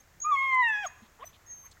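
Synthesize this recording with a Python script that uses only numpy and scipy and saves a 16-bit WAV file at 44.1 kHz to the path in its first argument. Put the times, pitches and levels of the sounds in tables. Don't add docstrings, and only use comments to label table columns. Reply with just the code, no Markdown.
import sys
import numpy as np
from scipy import signal
from scipy.fft import rfft, irfft, next_fast_len
from scipy.io import wavfile
from scipy.ndimage import uniform_filter1d, map_coordinates

SR = 44100
rng = np.random.default_rng(int(sys.argv[2]) if len(sys.argv) > 2 else 0)


def dump_mix(stems):
    frames = np.atleast_2d(stems).T
    limited = np.clip(frames, -1, 1)
    pcm = np.round(limited * 32767).astype(np.int16)
    wavfile.write(sys.argv[1], SR, pcm)


def magnitude_from_level(level_db):
    exponent = np.asarray(level_db, float) / 20
    return 10 ** exponent


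N = 79380

# frequency in Hz, gain in dB.
HISS_HZ_DB = [(300, 1), (1100, 1.5), (2000, 0), (2800, -7.5), (4600, -10), (7000, -5.5), (9000, -16.5),
              (15800, -12)]
RUMBLE_HZ_DB = [(12, -16.5), (20, 8.5), (43, 1), (81, 9), (125, 1), (238, -12), (283, -22.5), (330, -14),
                (430, -56.5), (730, -120)]

# time in seconds, pitch in Hz, level in dB, octave overtone in dB.
FAINT_WHISTLES = [
    [(0, 6170, -67, -26), (.01, 6440, -53, -14), (.02, 6400, -85, -20)],
    [(1.459, 6400, -79, -23), (1.464, 6420, -59, -21), (1.482, 6540, -52, -25), (1.506, 6390, -44.5, -48),
     (1.536, 6410, -43.5, -40), (1.555, 6370, -51, -18.5), (1.6, 6374, -51, -21), (1.642, 6280, -60, -6),
     (1.666, 6440, -45.5, -14.5), (1.685, 6110, -68, -27)],
]
FRAMING_WHISTLES = [
    [(.197, 6400, -84, -6), (.204, 6480, -38.5, -29), (.21, 6520, -51, -63.5), (.221, 6650, -34, -52),
     (.243, 6730, -38, -50.5), (.256, 6640, -44.5, -26.5), (.285, 6680, -79.5, -26),
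     (.305, 6700, -67, -42.5), (.36, 6700, -60.5, -27)],
    [(.853, 6560, -100, -40), (.864, 6570, -44.5, -49), (.871, 6633, -33, -51), (.881, 6410, -48.5, -57),
     (.889, 6600, -79, -44)],
]
BLIP_WHISTLE = [(1.245, 6040, -67, -18), (1.26, 6070, -55, -26), (1.277, 6040, -48.5, -19.5),
                (1.286, 6050, -64, -1), (1.298, 6240, -62, -3), (1.315, 6340, -80, -15)]
# time in seconds, pitch in Hz, level in dB, sum tone in dB.
UPPER_WHISTLE = [(1.248, 8380, -85, 6), (1.258, 8300, -67, 12), (1.272, 8100, -61, 2),
                 (1.29, 7900, -83, -5)]

# time in seconds, length in
# seconds, level in dB, centre in Hz, width in Hz.
RUSTLES = [(0.535, 0.0028, -64.5, 9000, 7000), (0.548, 0.0034, -52, 6200, 9800),
           (0.685, 0.0032, -56, 7300, 3500), (0.692, 0.005, -61.5, 7100, 2930),
           (0.7, 0.02, -66.5, 6600, 2500), (0.253, 0.016, -51.5, 6950, 990),
           (0.853, 0.013, -48.5, 3370, 460), (0.85, 0.028, -49, 2740, 1600),
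           (0.862, 0.049, -59.5, 6240, 3400), (.86, 0.035, -66, 14740, 2500), (1.032, 0.022, -55, 232, 50),
           (0.17, 0.042, -64, 150, 49.9), (0.315, 0.014, -58, 2100, 1000),
           (0.358, 0.018, -53.5, 2300, 1287), (0.52, 0.012, -61, 1500, 498),
           (1.047, 0.055, -69.5, 3540, 1800), (1.222, 0.054, -58, 1350, 1460),
           (1.224, 0.05, -63.5, 3250, 875), (1.238, 0.019, -55.5, 2200, 800),
           (1.198, 0.021, -59, 1060, 600), (1.29, 0.043, -71, 3000, 2000), (1.341, 0.03, -67, 3330, 560),
           (1.351, 0.037, -63.5, 3350, 2300), (1.652, .035, -64.5, 1106, 85), (1.665, .03, -62, 1760, 1850),
           (1.5, .06, -67, 1850, 200), (1.268, .014, -71, 3980, 200), (1.718, 0.014, -59.5, 6100, 5900),
           (1.723, 0.016, -61.5, 3880, 1800), (1.774, 0.015, -61.5, 1680, 700)]

# centre in Hz, width in Hz, level in dB.
THROAT_RESONANCES = [(484, 100, -5.5), (700, 226, -4.5), (979.3, 119, -3), (1136, 298, 0.5),
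                     (1703, 756, -3.5), (2003, 505, 0), (2691, 437, -8), (3362, 530, -18.5),
                     (3825, 280, -19.5), (4400, 83, -45)]
# frequency in Hz, gain in dB.
NOSE_HZ_DB = [(4600, -8.5), (5000, -2.5), (5400, -3), (5800, -0.5), (6700, -2), (7600, -12), (9000, -27),
              (11000, -40)]
HAZE_HZ_DB = [(4500, -20.5), (7000, 5.5), (10000, -13.5), (13000, -6.5), (15500, -1)]

# time in seconds, pitch in Hz.
HOLD_PITCH = [(.225, 1115), (.25, 1198), (.295, 1254), (.33, 1150), (.365, 1083), (.45, 1078), (.5, 1061),
              (.55, 1027), (.6, 1015)]
FALL_PITCH = [(.615, 1003), (.635, 950.4), (.668, 928.2), (.682, 897), (.72, 865.2), (.742, 845),
              (.765, 833.5), (.8, 836.6), (.827, 829.3)]
BREAK_PITCH = [(.838, 790.4), (0.848, 756), (0.856, 681), (0.864, 585), (0.873, 562.7)]
# time in seconds, effort in dB, mouth opening (octave and up) in dB,
# brightness (higher overtones) in dB, half-pitch share in dB.
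HOLD_EFFORT = [(0.23, -67, -30, -21.5, -70), (0.251, -28.5, -13, -6, -81), (.3, -25, -19, -16, -70),
               (0.324, -24, -19, 7, -74.5), (0.359, -27, -10.5, 3, -72), (0.374, -34.5, 7.5, -5.5, -79.5),
               (0.422, -30.5, 4, -5.5, -17.5), (0.509, -34.5, 4, -3, -26), (0.535, -27.5, 0.5, -10.5, -18)]
FALL_EFFORT = [(0.617, -24, -5, -9, -30.5), (0.641, -31.5, 5, -0.5, -71.5), (0.669, -33.5, 5.5, -4, -70),
               (0.702, -29.5, 3, 0.5, -76.5), (.718, -37, 8, -3.5, -68), (0.733, -41.5, 12.5, -6.5, -79),
               (.78, -37.5, 5, -0.5, -72.5), (0.831, -35.5, -3.5, 4.5, -65)]
BREAK_EFFORT = [(0.848, -26.5, -9, -11, -66), (0.856, -29.5, -4, -20, -64), (.864, -43, 5, -25, -68),
                (0.873, -58.5, 11, -15, -60), (0.879, -99, 17, -11, -52)]
# time in seconds, fourth overtone lift in dB, sheen of higher ones in dB,
# fifth overtone lift in dB.
WHINE_TONGUE = [(.26, 0.5, -46.5, 0), (.3, 0, -46, -5), (.33, -0.5, -36.5, 2), (.36, 4, -38.5, -2),
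                (.385, 0.5, -30.5, -20), (.42, 1.5, -33, -2.5), (.5, -6, -34.5, 0.5),
                (.53, 7, -44.5, -11.5), (.61, -2.5, -47.5, -15), (.65, -1, -36, -5), (.68, -6, -35.5, -1),
                (.715, -6, -38.5, -8), (.73, 3.5, -26.5, -8), (.77, 2, -25, -2.5), (.82, 1, -30, -1),
                (.838, 9.5, -31.5, -3), (.848, 1, -58, -5)]

# time in seconds, pitch in Hz.
YIP_PITCH = [(1.19, 437.8), (1.21, 463.2), (1.228, 536), (1.246, 684), (1.26, 700)]
# time in seconds, effort in dB, mouth opening in dB, brightness in dB, half-pitch in dB.
YIP_EFFORT = [(1.187, -81, -8, -4, -44), (1.198, -46.5, -7, -51, -21), (1.217, -54.5, -2, -40, -17),
              (1.229, -48, 8.5, -27, -50), (1.245, -41.5, -22, 3, -47), (1.258, -91, -32, -14, -47)]

# delay in seconds, level in dB.
NEAR_ECHOES = [(.0125, -24), (.027, -30)]
# frequency in Hz, decay by 60 dB in seconds.
TRUNKS_HZ_T60_S = [(600, 0.22), (1000, 0.92), (1700, 0.64), (2500, 0.83), (3500, 1), (7000, 0.79),
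                   (14000, 0.3)]
# frequency in Hz, gain in dB.
BANK_HZ_DB = [(750, -25), (1000, -8), (1700, -3), (2500, 0), (3300, -14), (6500, -10)]


def unit(x):
    return x / np.sqrt(np.mean(x ** 2) + 1e-20)


def along(points, hz):
    f, v = np.transpose(points)
    return np.interp(np.log(hz + 1), np.log(f + 1), v)


def curves(rows):
    s, *cols = np.transpose(rows)
    return [np.interp(np.arange(N) / SR, s, c) for c in cols]


def during(rows):
    t = np.arange(N) / SR
    start_s, end_s = rows[0][0], rows[-1][0]
    already_on = (start_s <= 0) * (t < .01)
    return np.clip(np.minimum(t - start_s, end_s - t) * 500 + already_on, 0, 1)


def wobble(per_s):
    return map_coordinates(rng.standard_normal(N // 40), [np.arange(N) * per_s / SR])


def coloured(gain):
    m = next_fast_len(N)
    spectrum = rfft(rng.standard_normal(m)) * gain(np.fft.rfftfreq(m, 1 / SR))
    return unit(irfft(spectrum, m)[:N])


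def delayed(x, delay_s):
    return np.pad(x, (round(delay_s * SR), 0))[:N]


def forest():
    hiss = magnitude_from_level(-63 + 0.17 * wobble(4.6)) * coloured(lambda f: magnitude_from_level(along(HISS_HZ_DB, f)))
    rumble = magnitude_from_level(-64.5 + 0.85 * wobble(14)) * coloured(lambda f: magnitude_from_level(along(RUMBLE_HZ_DB, f)))
    return hiss + rumble


def whistle(rows, partner_hz=None):
    hz, level_db, over_db = curves(rows)
    phase = 2 * np.pi * np.cumsum(hz * (1 + .0025 * wobble(150))) / SR
    other = phase if partner_hz is None else 2 * np.pi * partner_hz * np.arange(N) / SR
    tone = np.sin(phase) + magnitude_from_level(over_db) * np.sin(phase + other)
    return np.sqrt(2) * during(rows) * magnitude_from_level(level_db + 1.1 * wobble(90)) * tone


def whistles():
    plain = sum(whistle(rows) for rows in FAINT_WHISTLES + FRAMING_WHISTLES + [BLIP_WHISTLE])
    return plain + whistle(UPPER_WHISTLE, partner_hz=6050)


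def rustle(start_s, length_s, level_db, centre_hz, width_hz):
    t = np.arange(N) / SR
    grain = magnitude_from_level(1.0 * wobble(400) * (centre_hz > 400))
    envelope = np.exp(-(2 * (t - start_s) / length_s) ** 4)
    noise = coloured(lambda f: 1 / (1 + (2 * (f - centre_hz) / width_hz) ** 4))
    return magnitude_from_level(level_db) * np.sqrt(length_s * SR / N) * unit(grain * envelope * noise)


def rustles():
    return sum(rustle(*row) for row in RUSTLES)


def throat(hz):
    return sum(magnitude_from_level(db) / (1 + (2 * (hz - c) / w) ** 2) ** 1.432 for c, w, db in THROAT_RESONANCES)


def voice(pitch, effort, count, tongue):
    hz = uniform_filter1d(curves(pitch)[0], size=300) * (1 + 0.0016 * wobble(60))
    effort_db, mouth_db, bright_db, half_db = curves(effort)
    fourth_db, sheen_db, fifth_db = curves(tongue)
    phase = 2 * np.pi * np.cumsum(hz) / SR

    tone = 0
    for k in np.r_[np.arange(1, count + 1), np.arange(1, 4) + .5]:
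        lift_db = mouth_db * (k > 1) + bright_db * (k > 2) / (1 + (k > 4)) + fourth_db * (k == 4)
        lift_db = lift_db + half_db * (k % 1 > 0) - 18 * (k == 1.5)
        ripple_db = .9 * wobble(130)
        shimmer_db = (.7 + 1.1 * np.clip(k - 2, 0, 5)) * wobble(35)
        tone = tone + throat(k * hz) * magnitude_from_level(lift_db + ripple_db + shimmer_db) * np.sin(k * phase)

    sheen = 0
    for k in range(count + 1, 11):
        nose_db = sheen_db + fifth_db * (k == 5) + along(NOSE_HZ_DB, k * hz)
        sheen = sheen + magnitude_from_level(nose_db + 5.5 * wobble(25)) * np.sin(k * phase)

    breath = magnitude_from_level(-35.5) * coloured(throat)
    haze_db = -37.5 + 0.41 * mouth_db + 2.5 * wobble(25)
    haze = magnitude_from_level(haze_db) * coloured(lambda f: magnitude_from_level(along(HAZE_HZ_DB, f)))
    return during(effort) * magnitude_from_level(effort_db) * (np.sqrt(2) * (tone + sheen) + breath + haze)


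def whine():
    pitch = HOLD_PITCH + FALL_PITCH + BREAK_PITCH
    effort = HOLD_EFFORT + FALL_EFFORT + BREAK_EFFORT
    return voice(pitch, effort, count=4, tongue=WHINE_TONGUE)


def yip():
    return voice(YIP_PITCH, YIP_EFFORT, count=8, tongue=[(0, 0, -120, 0)])


def trunks(x):
    near = sum(magnitude_from_level(db) * delayed(x, delay_s) for delay_s, db in NEAR_ECHOES)
    hz, t, z = signal.stft(rng.standard_normal(SR), SR, nperseg=256)
    decay = magnitude_from_level(-60 * t / along(TRUNKS_HZ_T60_S, hz)[:, None])
    tail = signal.istft(z * decay, SR, nperseg=256)[1]
    far = signal.fftconvolve(delayed(x, 0.013), tail / np.linalg.norm(tail))[:N]
    bank_gain = magnitude_from_level(-25 + along(BANK_HZ_DB, np.fft.rfftfreq(N, 1 / SR)))
    bank = irfft(rfft(delayed(x, .118)) * bank_gain, N)
    return near + magnitude_from_level(-21) * far + bank


def scene():
    near = whistles() + rustles() + whine() + yip()
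    return (near + trunks(near) + forest())[None]


def band_limit(x):
    return signal.sosfilt(signal.butter(12, 15970, fs=SR, output="sos"), x)


def record(dry):
    return band_limit(dry)


dry = scene()
out = record(dry)
dump_mix(out)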